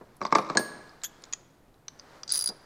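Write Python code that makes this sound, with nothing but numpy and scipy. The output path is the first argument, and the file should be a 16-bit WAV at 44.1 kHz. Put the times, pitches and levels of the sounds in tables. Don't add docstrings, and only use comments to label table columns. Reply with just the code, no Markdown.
import sys
import numpy as np
from scipy import signal
from scipy.fft import rfft, irfft
from scipy.io import wavfile
from scipy.ndimage import uniform_filter1d

SR = 44100
rng = np.random.default_rng(int(sys.argv[2]) if len(sys.argv) > 2 else 0)


def master(y):
    cut = np.clip(np.atleast_2d(y).T, -1, 1)
    pcm = np.round(cut * 32767)
    wavfile.write(sys.argv[1], SR, pcm.astype(np.int16))


N = 116865
AGE_S = np.arange(int(0.8 * SR)) / SR
CONTACT_RISE_S = 0.00022

# pitch_hz, level_db, t60_s
TRAY_MODES = [(700, -10.5, 0.015), (920, -6, 0.025), (1099, -0.5, 0.024), (1214, -1.5, .027),
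              (1630, -16, .025), (2080, -18.5, 0.014), (2260, -14.5, 0.024), (2596, -21.5, .02),
              (3960, -21.5, .022), (5600, -19, 0.017)]
# freq_hz, density_db
THUMP_SPECTRUM = [(30, -32), (90, -23), (150, -4), (320, 0), (600, -2), (1200, -9.5), (1700, -17.5),
                  (3000, -37.5), (8000, -60), (16000, -79)]
TRAY_TICK_SPECTRUM = [(100, -14), (1000, 0.5), (2200, 0.5), (3000, -11.5), (4000, 0), (5800, -4.5),
                      (7000, -12), (8200, -14), (8900, -48.5), (16000, -71.5)]
STEEL_TICK_SPECTRUM = [(100, -16.5), (700, -10.5), (1500, 0.5), (2100, -5), (2900, -8), (4000, 2.5),
                       (6200, -1), (7200, -7), (8200, -8.5), (8900, -43.5), (16000, -67)]


def amp(db):
    return 10 ** (np.asarray(db) / 20)


def log_interp(points, hz):
    freq_hz, value = np.transpose(points)
    return np.interp(np.log(hz + 1), np.log(freq_hz + 1), value)


def add(mix, start_s, sound):
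    part = mix[max(round(start_s * SR), 0):][:len(sound)]
    part += sound[:len(part)]


def noise(spectrum, size):
    gain = amp(log_interp(spectrum, np.fft.rfftfreq(size, 1 / SR)))
    x = irfft(rfft(rng.standard_normal(size)) * gain, size)
    return x / x.std()


def burst(spectrum, rise_s, decay_s):
    return noise(spectrum, len(AGE_S)) * (1 - np.exp(-AGE_S / rise_s)) * np.exp(-AGE_S / decay_s)


def ring(modes, scale=1, detune=0.005):
    t = AGE_S[AGE_S < 2 * max(t60_s for _, _, t60_s in modes)]
    out = np.zeros(len(AGE_S))
    for k, (pitch, level_db, t60_s) in enumerate(modes):
        pitch_hz = pitch * scale * (1 + detune * rng.uniform(-1.2, 1))
        out[:len(t)] += (-1) ** k * amp(level_db - 60 * t / t60_s) * np.sin(2 * np.pi * pitch_hz * t)
    return out * (1 - np.exp(-AGE_S / CONTACT_RISE_S)) ** 2


def background():
    # freq_hz, density_db
    spectrum = [(20, -3), (35, -6.5), (60, -10), (100, -7), (145, -3.5), (175, -9.5), (280, -9.5),
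                (420, -12), (750, -16), (1500, -25), (3000, -32), (6000, -36.5), (9000, -37),
                (14500, -37.5), (16000, -47.5)]
    return amp(-60.5) * noise(spectrum, N)


def hands():
    # time_s, level_db
    rub_levels = [(0, -64), (.16, -63.5), (.2, -68), (.7, -50.5), (1, -59.5), (1.28, -57), (1.5, -68),
                  (1.859, -76.5), (1.93, -61.5), (2.16, -53), (2.25, -60), (2.36, -58), (2.46, -56),
                  (2.65, -58.5)]
    # freq_hz, density_db
    rub_spectrum = [(60, -20.5), (250, -2), (600, -0.5), (1600, -4), (2800, -17), (4500, -14), (7500, -23),
                    (9500, -28.5), (16000, -40.5)]
    level_db = np.interp(np.arange(N) / SR, *np.transpose(rub_levels))
    out = amp(level_db) * noise(rub_spectrum, N)
    bump = amp(-34.5) * burst(THUMP_SPECTRUM, rise_s=0.013, decay_s=0.02)
    add(out, start_s=2.486, sound=bump)
    return out


def tray_knocks():
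    # start_s, ring_db, thump_db, tick_db, tick_decay_s, pitch_ratio
    knocks = [(0.01, -73, -38, -72, .004, 1), (0.207, -40.5, -40, -55, .004, 1.05),
              (0.2147, -19.5, -31, -45, .006, 1.013), (0.225, -31.5, -30.5, -47.5, .006, 0.94),
              (0.2511, -16.5, -33, -29, 0.0024, .94), (0.3244, -7.5, -21, -25.5, .003, 0.99),
              (0.3507, -15.5, -25, -17.5, .004, 0.99), (0.354, -6, -18, -28.5, 0.0063, 0.99),
              (0.3642, -23, -24.5, -41, 0.0061, 0.88), (0.3838, -17.5, -24.5, -30.5, 0.0034, 1.06),
              (.389, -17, -26, -36, .004, 0.93), (0.4988, -20, -31.5, -35, .004, 1.03),
              (.505, -28, -31, -45.5, .004, 1.03), (.551, -39, -39.5, -35, .003, 1),
              (.554, -23.5, -25, -42, .003, .8), (0.571, -18, -20.5, -30, .004, .93),
              (0.594, -32.5, -25.5, -37, .008, 1)]
    # pitch_hz, level_db, t60_s
    air_modes = [(150.5, -12, .17), (204.2, -11, 0.098), (329, -4.5, .06), (435.2, -5.5, 0.072),
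                 (600, -2.5, .035)]
    cutoff_hz = 109
    out = np.zeros(N)
    for start_s, ring_db, thump_db, tick_db, tick_decay_s, pitch_ratio in knocks:
        thump = amp(-2) * burst(THUMP_SPECTRUM, rise_s=0.002, decay_s=0.013) + ring(air_modes)
        tray = ring(TRAY_MODES, pitch_ratio)
        tick = burst(TRAY_TICK_SPECTRUM, CONTACT_RISE_S, tick_decay_s)
        add(out, start_s, amp(ring_db) * tray + amp(thump_db) * thump + amp(tick_db) * tick)
    return signal.sosfilt(signal.butter(2, cutoff_hz, "highpass", fs=SR, output="sos"), out)


def treble_fizz():
    # start_s, level_db, decay_s
    fizzes = [(.1665, -47.5, 0.0023), (.369, -54.5, 0.035), (.592, -50, .04)]
    # freq_hz, density_db
    spectrum = [(100, -30), (5000, -11.5), (8000, -10), (10300, 0.5), (11500, -9.5), (13000, -13),
                (14400, -9.5), (16000, -22.5)]
    out = np.zeros(N)
    for start_s, level_db, decay_s in fizzes:
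        add(out, start_s, amp(level_db) * burst(spectrum, rise_s=0.001, decay_s=decay_s))
    return out


def socket_rattle():
    # start_s, end_s, level_db
    spells = [(0.219, .32, -47), (.395, 0.551, -47)]
    ticks_per_spell, spread_db, pitch_spread = 14, 2.5, 0.13
    out = np.zeros(N)
    for start_s, end_s, level_db in spells:
        for place, force, pitch in rng.uniform(-1, 1, (ticks_per_spell, 3)):
            tick = burst(TRAY_TICK_SPECTRUM, CONTACT_RISE_S, decay_s=0.004)
            tray = amp(1.5) * ring(TRAY_MODES, 1 + pitch_spread * pitch)
            tick_s = start_s + (end_s - start_s) * (place + 1) / 2
            add(out, tick_s, amp(level_db + spread_db * force) * (tick + tray))
    return out


def ratchet_pawl():
    # start_s, low_ring_db, high_ring_db, snap_db
    teeth = [(0.2349, -38.5, -95, -55), (2.278, -35.5, -79.5, -38.5), (2.2924, -25, -77, -35),
             (2.3034, -25, -69.5, -30), (2.314, -23, -63.5, -30.5), (2.3212, -18.5, -11.5, -33),
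             (2.3283, -32.5, -30.5, -34), (2.3362, -32, -25, -27), (2.3432, -26, -23, -30),
             (2.3496, -32, -20, -31.5), (2.3564, -28, -23, -28), (2.3629, -28.5, -27, -32),
             (2.372, -31, -20, -30), (2.3775, -28, -16, -31.5), (2.3901, -24.5, -18, -31.5),
             (2.398, -26.5, -26, -32), (2.4097, -26, -20.5, -31.5), (2.4227, -25, -20.5, -33.5),
             (2.4403, -29, -23, -29.5), (2.4595, -22.5, -14, -35.5), (2.4737, -22, -18.5, -31.5),
             (2.489, -22.5, -31, -32.5), (2.498, -30.5, -60, -55)]
    # pitch_hz, level_db, t60_s
    low_modes = [(4844, 0, 0.047), (4877, -9.5, .022), (4753, -9, 0.017), (4000, -19, 0.027),
                 (5840, -19.5, 0.02), (6580, -16.5, .025), (1440, -22.5, 0.022)]
    high_modes = [(9890, 0, 0.025), (9690, -11, .014), (14200, -27, 0.023)]
    # freq_hz, density_db
    snap_spectrum = [(200, -18), (800, -14.5), (1500, -10), (2800, -15), (4000, 0), (6200, 2.5), (7200, -8),
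                     (8300, -4), (9000, -38), (16000, -60.5)]
    sizzle_spectrum = [(100, -60), (7500, -40.5), (8800, -2), (9900, 9.5), (11000, 1), (13000, -4.5),
                       (14500, 1), (15600, -5.5), (16500, -22)]
    hard_db = -28
    rebound_s, rebound_db = 0.004, -11
    out = np.zeros(N)
    for start_s, low_ring_db, high_ring_db, snap_db in teeth:
        sizzle_db = -3 + min(0, high_ring_db - hard_db)
        sizzle = amp(sizzle_db) * burst(sizzle_spectrum, rise_s=0.00017, decay_s=0.0041)
        snap = amp(snap_db) * (sizzle + burst(snap_spectrum, rise_s=0.00027, decay_s=0.0043))
        low_ring = ring(low_modes, detune=0.0055)
        add(out, start_s, amp(low_ring_db) * low_ring + amp(high_ring_db) * ring(high_modes) + snap)
        add(out, start_s + rebound_s * rng.uniform(0.7, 1.3), amp(rebound_db) * snap)
    return out


def bar_clicks():
    # start_s, ring_db, tick_db, pitch_hz
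    taps = [(.266, -29.5, -42, 4900), (.893, -43, -60, 4944), (1.017, -46, -53.5, 4092),
            (1.0354, -24.5, -29.5, 7680), (1.0388, -35, -38, 6740), (1.042, -25.5, -40, 6830),
            (1.0435, -32, -40, 7040), (1.047, -25, -33.5, 7050), (1.221, -52, -54, 9640),
            (1.2384, -37.5, -36.5, 6860), (1.253, -55, -49, 6940), (1.3263, -27.5, -31.5, 6770),
            (1.3343, -17, -26.5, 6800), (1.742, -58.5, -60.5, 4030), (1.8819, -25.5, -34.5, 6110),
            (1.883, -36.5, -42, 4140), (1.9908, -47.5, -57, 6070), (1.9959, -38.5, -52, 6160),
            (1.996, -34, -58, 4970), (2.2329, -29.5, -41, 5860), (2.2335, -30.5, -43, 4850)]
    # pitch_ratio, level_db, t60_s
    bar_modes = [(.215, -15, 0.015), (.28, -19, .016), (.37, -16, .012), (.485, -17, 0.013),
                 (.72, -14.5, .015), (.84, -12.5, 0.01), (.92, -6.5, .014), (1, -1, 0.019)]
    out = np.zeros(N)
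    for start_s, ring_db, tick_db, pitch_hz in taps:
        bar = ring(bar_modes, pitch_hz)
        tick = burst(STEEL_TICK_SPECTRUM, rise_s=0.00027, decay_s=0.0021)
        add(out, start_s, amp(ring_db) * bar + amp(tick_db) * tick)
    return out


def socket_clink():
    # start_s, ring_db, tick_db
    clinks = [(0.5713, -16.5, -23), (.5727, -20.5, -23.5), (.591, -44.5, -44.5)]
    # pitch_hz, level_db, t60_s
    contact_modes = [(1683, 4.5, 0.067), (1880, -9, 0.023), (2400, -13.5, 0.027), (4170, -4, 0.037),
                     (4576, 1, 0.024), (4740, -2, 0.029), (5240, -2.5, .028), (5600, -9, 0.018),
                     (5840, -14.5, 0.028), (6625, 3, 0.03), (6850, -4.5, .022), (7520, -14, .025),
                     (8370, -5, 0.032), (8580, -13.5, .06)]
    free_modes = [(1515, -53, 0.93), (1664, -40.5, 0.8), (4130, -56, .6), (4570, -41.5, 0.19),
                  (5373, -54.5, .3), (6600, -52, .6), (8700, -44.5, 0.54), (9220, -38.5, .17),
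                  (12394, -56, .2), (14235, -48, .26)]
    out = np.zeros(N)
    for start_s, ring_db, tick_db in clinks:
        steel = ring(contact_modes)
        tick = burst(STEEL_TICK_SPECTRUM, CONTACT_RISE_S, decay_s=0.004)
        add(out, start_s, amp(ring_db) * steel + amp(tick_db) * tick)
    add(out, clinks[-1][0], ring(free_modes, detune=0))
    return out


def bar_squeak():
    # time_s, pitch_hz, level_db
    contour = [(1.04, 3394, -45), (1.046, 3354, -34.5), (1.051, 3190, -36.5), (1.057, 3300, -36),
               (1.063, 3544, -40.5), (1.07, 3410, -50), (1.08, 3440, -68)]
    # pitch_ratio, level_db
    partials = [(.5, -15.5), (1, -4.5), (2, 1), (3, -16)]
    # pitch_hz, level_db, t60_s
    high_modes = [(12420, -38, 0.056), (12460, -32.5, 0.08), (12480, -41, 0.062), (15350, -58, .07)]
    pitch_jitter, uneven_grip_db = 0.032, 3.5
    time_s, pitch_hz, level_db = np.transpose(contour)
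    t = np.arange(time_s[0], time_s[-1], 1 / SR)
    wobble = uniform_filter1d(rng.standard_normal(N), size=40)
    slip_hz = np.interp(t, time_s, pitch_hz) * (1 + pitch_jitter * wobble[:len(t)] / wobble.std())
    phase = 2 * np.pi * np.cumsum(slip_hz) / SR
    tone = sum(amp(partial_db) * np.sin(ratio * phase) for ratio, partial_db in partials)
    grip = uniform_filter1d(rng.standard_normal(N), size=50)
    slip_db = np.interp(t, time_s, level_db) + uneven_grip_db * grip[:len(t)] / grip.std()
    out = np.zeros(N)
    add(out, time_s[0], amp(slip_db) * tone)
    add(out, time_s[0], ring(high_modes))
    return out


def scramble_echoes(tail):
    diffuse_above_hz = 2600
    hz, _, frames = signal.stft(tail, SR, nperseg=384, noverlap=288)
    scramble = 2 * np.exp(2j * np.pi * rng.random(frames.T.shape).T)
    frames = frames * np.where(hz[:, None] > diffuse_above_hz, scramble, 1)
    return signal.istft(frames, SR, nperseg=384, noverlap=288)[1][:N]


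def workshop_echoes(x):
    # freq_hz, t60_s
    decay = [(120, 0.86), (400, 0.9), (1500, 1), (5000, 0.7), (9000, 0.52), (15000, 0.02)]
    # freq_hz, level_db
    spectrum = [(100, -5.5), (300, -10.5), (500, -10.5), (1200, -13.5), (2000, -14.5), (3000, -11.5),
                (5000, -16), (7000, -20), (9000, -17), (15000, -18.5)]
    near_db, near_t60_s, near_delay_s, tail_rise_s = -12.5, 0.1, 0.002, 0.0065
    hz, t, frames = signal.stft(rng.standard_normal(SR), SR, nperseg=256)
    t60_s = log_interp(decay, hz)[:, None]
    envelope = amp(log_interp(spectrum, hz)[:, None] - 60 * t / t60_s)
    energy_norm = np.sqrt(2 * np.log(1000) / (t60_s * SR))
    tail_ir = signal.istft(frames * envelope * energy_norm, SR, nperseg=256)[1][:len(AGE_S)]
    tail_ir *= 1 - np.exp(-AGE_S / tail_rise_s)
    near_ir = rng.standard_normal(len(AGE_S)) * amp(-60 * AGE_S / near_t60_s) * (AGE_S > near_delay_s)
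    near = signal.fftconvolve(x, near_ir / np.linalg.norm(near_ir))[:N]
    return amp(near_db) * near + scramble_echoes(signal.fftconvolve(x, tail_ir)[:N])


def scene():
    case = tray_knocks() + socket_rattle()
    sockets = socket_clink() + treble_fizz()
    bar = bar_clicks() + bar_squeak()
    pawl = ratchet_pawl()
    room = workshop_echoes(amp(0.5) * case + amp(-0.5) * sockets + amp(-5) * bar + amp(-8) * pawl)
    return (case + sockets + bar + pawl + room + hands() + background())[None]


def record(dry):
    cutoff_hz = 16400
    lowpass = signal.firwin(255, cutoff_hz, window=("kaiser", 9), fs=SR)
    return signal.oaconvolve(dry, lowpass[None], "same")


dry = scene()
out = record(dry)
master(out)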